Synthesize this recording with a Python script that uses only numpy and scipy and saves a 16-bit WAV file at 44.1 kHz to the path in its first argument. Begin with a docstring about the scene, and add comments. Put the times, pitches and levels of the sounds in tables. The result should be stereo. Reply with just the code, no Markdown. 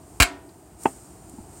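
"""A yard, close to a steel kettle grill. The latch snaps shut: three quick metal contacts crack and ring,
the lid booms on its gasket, the shell hums and the yard echoes. A hand then knocks dully on the hollow
handle and shifts its grip, with soft bumps, tiny ticks and a thin rustle of skin and sleeve.
A faint outdoor rumble and a high hiss run underneath."""
import sys
import numpy as np
from scipy import signal
from scipy.fft import rfft, irfft
from scipy.io import wavfile

SR = 44100
rng = np.random.default_rng(int(sys.argv[2]) if len(sys.argv) > 2 else 0)


def dump(signal):
    """Clip the signal to [-1, 1] and save it as 16-bit WAV at the path in sys.argv[1]."""
    limited = np.clip(np.atleast_2d(signal).T, -1, 1)
    pcm = np.round(limited * 32767).astype(np.int16)
    wavfile.write(sys.argv[1], SR, pcm)


N = 70560
T = np.arange(N) / SR
FREQS_HZ = np.arange(N // 2 + 1) * SR / N

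# latch contacts: start_s, clang_db, crack_db
CONTACTS = [(0.2010, -7.5, -8), (0.2224, -17, -5), (0.2296, -25, -6)]
SNAP_S = CONTACTS[0][0]
# left-right correlation of latch noise and yard echo: freq_hz, correlation
SNAP_CORRELATION = [(200, 1), (600, 0.9), (1250, -0.1), (2400, 0.4), (4400, .1), (8000, -0.22),
                    (15000, -.1)]
# left-right correlation of all other noise: freq_hz, correlation
AIR_CORRELATION = [(60, 1), (400, 0.92), (1000, 0), (3000, .1), (9000, 0.06)]


def amp(db):
    """Decibels to gain."""
    return 10 ** (np.asarray(db) / 20)


def over_hz(points, hz):
    """Interpolate (freq_hz, value) points on a log-frequency axis."""
    freqs_hz, values = np.array(points, float).T
    return np.interp(np.log(np.maximum(hz, 1)), np.log(freqs_hz), values)


def over_time(points):
    """Gain curve from (time_s, level_db) points."""
    return amp(np.interp(T, *np.array(points, float).T))


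def pan(left_db):
    """Stereo gains, left louder than right by left_db."""
    return amp(np.array([[left_db], [-left_db]]) / 2)


def fade(age_s, t60_s):
    """Exponential decay, silent before the start."""
    return (age_s >= 0) * np.exp(-np.log(1000) * np.maximum(age_s, 0) / t60_s)


def rise(age_s, tau_s):
    """Exponential approach from 0 to 1."""
    return 1 - np.exp(-np.maximum(age_s, 0) / tau_s)


def delay(x, delay_s):
    """Shift a stereo signal later."""
    return np.pad(x, ((0, 0), (int(delay_s * SR), 0)))[:, :N]


def noise(colour, correlation=AIR_CORRELATION):
    """Stereo noise, rms 1; colour is its relative spectral density."""
    likeness = np.clip(over_hz(correlation, FREQS_HZ), -.99, .99)
    mid, side = rfft(rng.standard_normal((2, N))) * np.sqrt([1 + likeness, 1 - likeness])
    low_cut = 1 / np.sqrt(1 + (colour[0][0] / np.maximum(FREQS_HZ, 1) / 2) ** 8)
    x = irfft(np.array([mid + side, mid - side]) * amp(over_hz(colour, FREQS_HZ)) * low_cut, N)
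    return x / x.std()


def dense_modes(colour, decay, start_s):
    """Countless close modes: noise whose octaves each decay at their own rate."""
    spectrum = rfft(noise(colour, SNAP_CORRELATION))
    octave = np.log2(np.clip(FREQS_HZ, 128, 16384))
    out = 0
    for k in range(7, 15):
        band = irfft(spectrum * np.maximum(1 - abs(octave - k), 0), N)
        out += band * fade(T - start_s, over_hz(decay, 2 ** k))
    return out


def ring(modes, strikes, spread_rad=0, right_lag_s=0):
    """Damped modes fed by (start_s, level_db) strikes; left and right up to spread_rad apart."""
    age_s = T - strikes[0][0] - np.array([[0], [right_lag_s]])
    out = 0
    for (pitch_hz, level_db, t60_s), shift in zip(modes, rng.uniform(-0.93, 1, len(modes))):
        swing = sum(amp(force_db) * fade(T - start_s, t60_s) for start_s, force_db in strikes)
        phase_rad = np.array([[.5], [-.5]]) * spread_rad * shift * min(pitch_hz / 1200, 1)
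        out += amp(level_db) * swing * np.sin(2 * np.pi * pitch_hz * age_s + phase_rad)
    return out


def outdoors():
    """Distant rumble and a steady high hiss."""
    # rumble spectrum: freq_hz, density_db
    rumble_colour = [(15, -48), (25, -65), (54, 4.5), (188, -3.5), (256, -7), (293, -2), (342, 1),
                     (557, -16.5), (636, -5.5), (887, -8.5), (1040, -13), (2010, -25.5), (3000, -27.5),
                     (3510, -35), (5000, -26.5), (6500, -41), (11000, -120)]
    # rumble envelope: time_s, level_db
    rumble_level = [(0, -47), (.6, -49.5), (1, -47.5), (1.6, -46)]
    # hiss spectrum: freq_hz, density_db
    hiss_colour = [(3000, -7.5), (5500, -13.5), (8200, -5.5), (10500, -3), (15500, -6.5)]
    return noise(rumble_colour) * over_time(rumble_level) + amp(-63.5) * noise(hiss_colour)


def rustle():
    """Skin and sleeve rub as the hand moves."""
    # rubbing spectrum: freq_hz, density_db
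    colour = [(1000, -7.5), (3300, -22.5), (5500, -13), (6500, -10), (7250, -2.5), (7650, -8), (8100, -1),
              (8700, 1), (9400, -9.5), (13000, -18), (15500, -19)]
    # rubbing envelope: time_s, level_db
    level = [(0, -57), (.17, -51), (.36, -60.5), (.5, -56.5), (.77, -58), (.81, -44.5), (.86, -40.5),
             (.95, -48), (1.08, -50.5), (1.2, -53.5), (1.3, -51.5), (1.48, -53), (1.59, -46.5)]
    return noise(colour) * over_time(level)


def latch():
    """Each contact cracks and rings the latch; the first also sets the shell humming."""
    # lingering shell modes, lowest pair beating: pitch_hz, level_db, t60_s
    shell_modes = [(281.5, -33.5, .85), (289, -33.5, .85), (381, -32, .6), (657, -30, .8), (708, -19, .29),
                   (974, -27, .55), (1084, -17, .19), (1332, -23, .28), (1459, -24, .46), (1511, -19, .2),
                   (1583, -22, .2), (1852, -34, .5), (2126, -29, .3), (2702, -28, .25)]
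    # bright latch modes: pitch_hz, level_db, t60_s
    latch_modes = [(1323, -17, .12), (1615, -13, .115), (1764, -22, .11), (1792, -21, .11),
                   (2179, -11, .115), (2276, -15, .1), (2320, -14, .1), (2358, -14, .11), (2560, -17, .13),
                   (2742, -14, .11), (3119, -12, .105), (3956, -14, .095), (4635, -18, .095),
                   (7547, -18, .085), (7649, -18, .085), (8073, -19, .085)]
    # dense ring of latch and shell: freq_hz, density_db
    clang_colour = [(120, -15), (270, 1), (520, -14.5), (800, -14.5), (1150, -3), (1850, -11), (2300, 0),
                    (3500, -18), (4400, -7), (5800, -17), (7700, -8.5), (10000, -14), (15500, -21)]
    # its decay: freq_hz, t60_s
    clang_decay = [(200, .08), (1000, 0.16), (2500, 0.12), (8000, 0.14), (15000, 0.057)]
    # contact crack: freq_hz, density_db
    crack_colour = [(1500, 6), (4300, 1), (5800, -3), (7700, 2.5), (15000, -7.5)]
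    attack_s = 0.00067
    clang = dense_modes(clang_colour, clang_decay, start_s=0) * rise(T, attack_s)
    hum = ring(shell_modes, [(SNAP_S, -2.5)], spread_rad=4.2)
    chime = amp(3) * ring(latch_modes, [row[:2] for row in CONTACTS], spread_rad=2.3)
    out = (hum + chime) * rise(T - SNAP_S, attack_s)
    for start_s, clang_db, crack_db in CONTACTS:
        crack = noise(crack_colour, SNAP_CORRELATION) * fade(T, t60_s=0.028)
        out += delay(amp(clang_db) * clang + amp(crack_db) * crack, start_s)
    return out * pan(left_db=-1.3)


def lid_boom():
    """The lid bounces on its gasket: a few deep cycles that sag in pitch."""
    final_hz, sag_hz, sag_s, hold_s = 43.5, 109.5, 0.0079, 0.019
    age_s = np.maximum(T - SNAP_S, 0)
    cycles = final_hz * age_s + sag_hz * sag_s * rise(age_s, sag_s)
    swell = rise(age_s, tau_s=0.0021) * fade(np.maximum(age_s - hold_s, 0), t60_s=0.082)
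    return -amp(-13.5) * swell * np.sin(2 * np.pi * cycles) * pan(left_db=11.5)


def yard_echo():
    """Diffuse echo of the snap; the lows last longest."""
    # echo spectrum: freq_hz, density_db
    colour = [(150, -26), (300, 1.5), (500, -9), (750, 0.5), (1500, 2.5), (2500, -0.5), (5000, -2.5),
              (9000, 3), (15000, -29.5)]
    # echo decay: freq_hz, t60_s
    decay = [(200, 1), (1000, 0.43), (3000, 0.34), (8000, 0.21), (15000, 0.11)]
    return amp(-20) * dense_modes(colour, decay, SNAP_S) * rise(T - SNAP_S, tau_s=0.048)


def ticks():
    """Tiny contacts of metal and fingers: short, bright noise bursts."""
    # ticks: start_s, level_db, peak_hz, t60_s
    touches = [(0.491, -52.5, 5080, 0.046), (0.8353, -30.5, 9200, 0.021), (1.296, -38.5, 9500, 0.018)]
    out = 0
    for start_s, level_db, hz, t60_s in touches:
        colour = [(hz / 4, -24), (hz * 0.62, -15), (hz, 0), (hz * 0.94, -10), (hz * 1.6, -19)]
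        out += amp(level_db) * noise(colour) * fade(T - start_s, t60_s)
    return out


def handle_knock():
    """Fingers slap the hollow handle just before the palm knocks it; the soft hand leaves no treble."""
    # finger and palm strikes: start_s, body_db, slap_db
    knocks = [(0.8543, -19.5, -14.5), (0.8570, -1.5, -19.5)]
    # hollow handle modes: pitch_hz, level_db, t60_s
    modes = [(146, -24.5, 0.046), (265.6, -25.5, 0.17), (296, -19.5, 0.041), (373, -18.5, 0.057),
             (463, -24.5, 0.041), (675, -27.5, 0.12), (799, -17, 0.08), (889, -5, 0.039), (916, -18, 0.033),
             (1240, -24, 0.048), (1480, -23, 0.033), (2607, -24, 0.039), (2730, -23.5, 0.024),
             (3270, -28, 0.055)]
    # slap spectrum: freq_hz, density_db
    slap_colour = [(150, -7), (350, 12.5), (900, -1.5), (1500, -18), (2200, 3), (2800, -11), (3400, -5)]
    # echo spectrum: freq_hz, density_db
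    echo_colour = [(200, -8.5), (900, -15), (1500, -26), (3200, -32)]
    low_hz, top_hz = 161, 3100
    out = 0
    for start_s, body_db, slap_db in knocks:
        slap = amp(slap_db) * noise(slap_colour) * fade(T - start_s, t60_s=0.038)
        echo = amp(body_db - 26.5) * noise(echo_colour) * fade(T - start_s, t60_s=0.16)
        body = ring(modes, [(start_s, body_db)], spread_rad=1.0, right_lag_s=0.00007)
        out += body + slap + echo
    out = signal.sosfilt(signal.butter(2, low_hz, "high", fs=SR, output="sos"), out)
    out = signal.sosfilt(signal.butter(14, top_hz, fs=SR, output="sos"), out)
    return out * pan(left_db=-2)


def grip():
    """Soft, quickly damped bumps as the grip settles."""
    # bumps: start_s, level_db, pitch_hz
    bumps = [(1.338, -26, 280), (1.3825, -33.5, 860), (1.386, -23.5, 226), (1.405, -28.5, 93),
             (1.479, -35.5, 158)]
    attack_s, t60_s = 0.0024, 0.036
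    return sum(ring([(pitch_hz, 0, t60_s)], [(start_s, level_db)]) * rise(T - start_s, attack_s)
               for start_s, level_db, pitch_hz in bumps)


def scene():
    """Stereo sum of snap, hand and background."""
    snap = latch() + yard_echo() + lid_boom()
    hand = handle_knock() + grip() + (rustle() + ticks()) * pan(left_db=3.5)
    return snap + hand + outdoors()


def record(dry):
    """Round the loudest peaks, then cut the top."""
    ceiling, top_hz = 0.92, 15900
    rounded = dry / (1 + (dry / ceiling) ** 6) ** (1 / 6)
    return signal.sosfilt(signal.ellip(10, .2, 70, top_hz, fs=SR, output="sos"), rounded)


dry = scene()
out = record(dry)
dump(out)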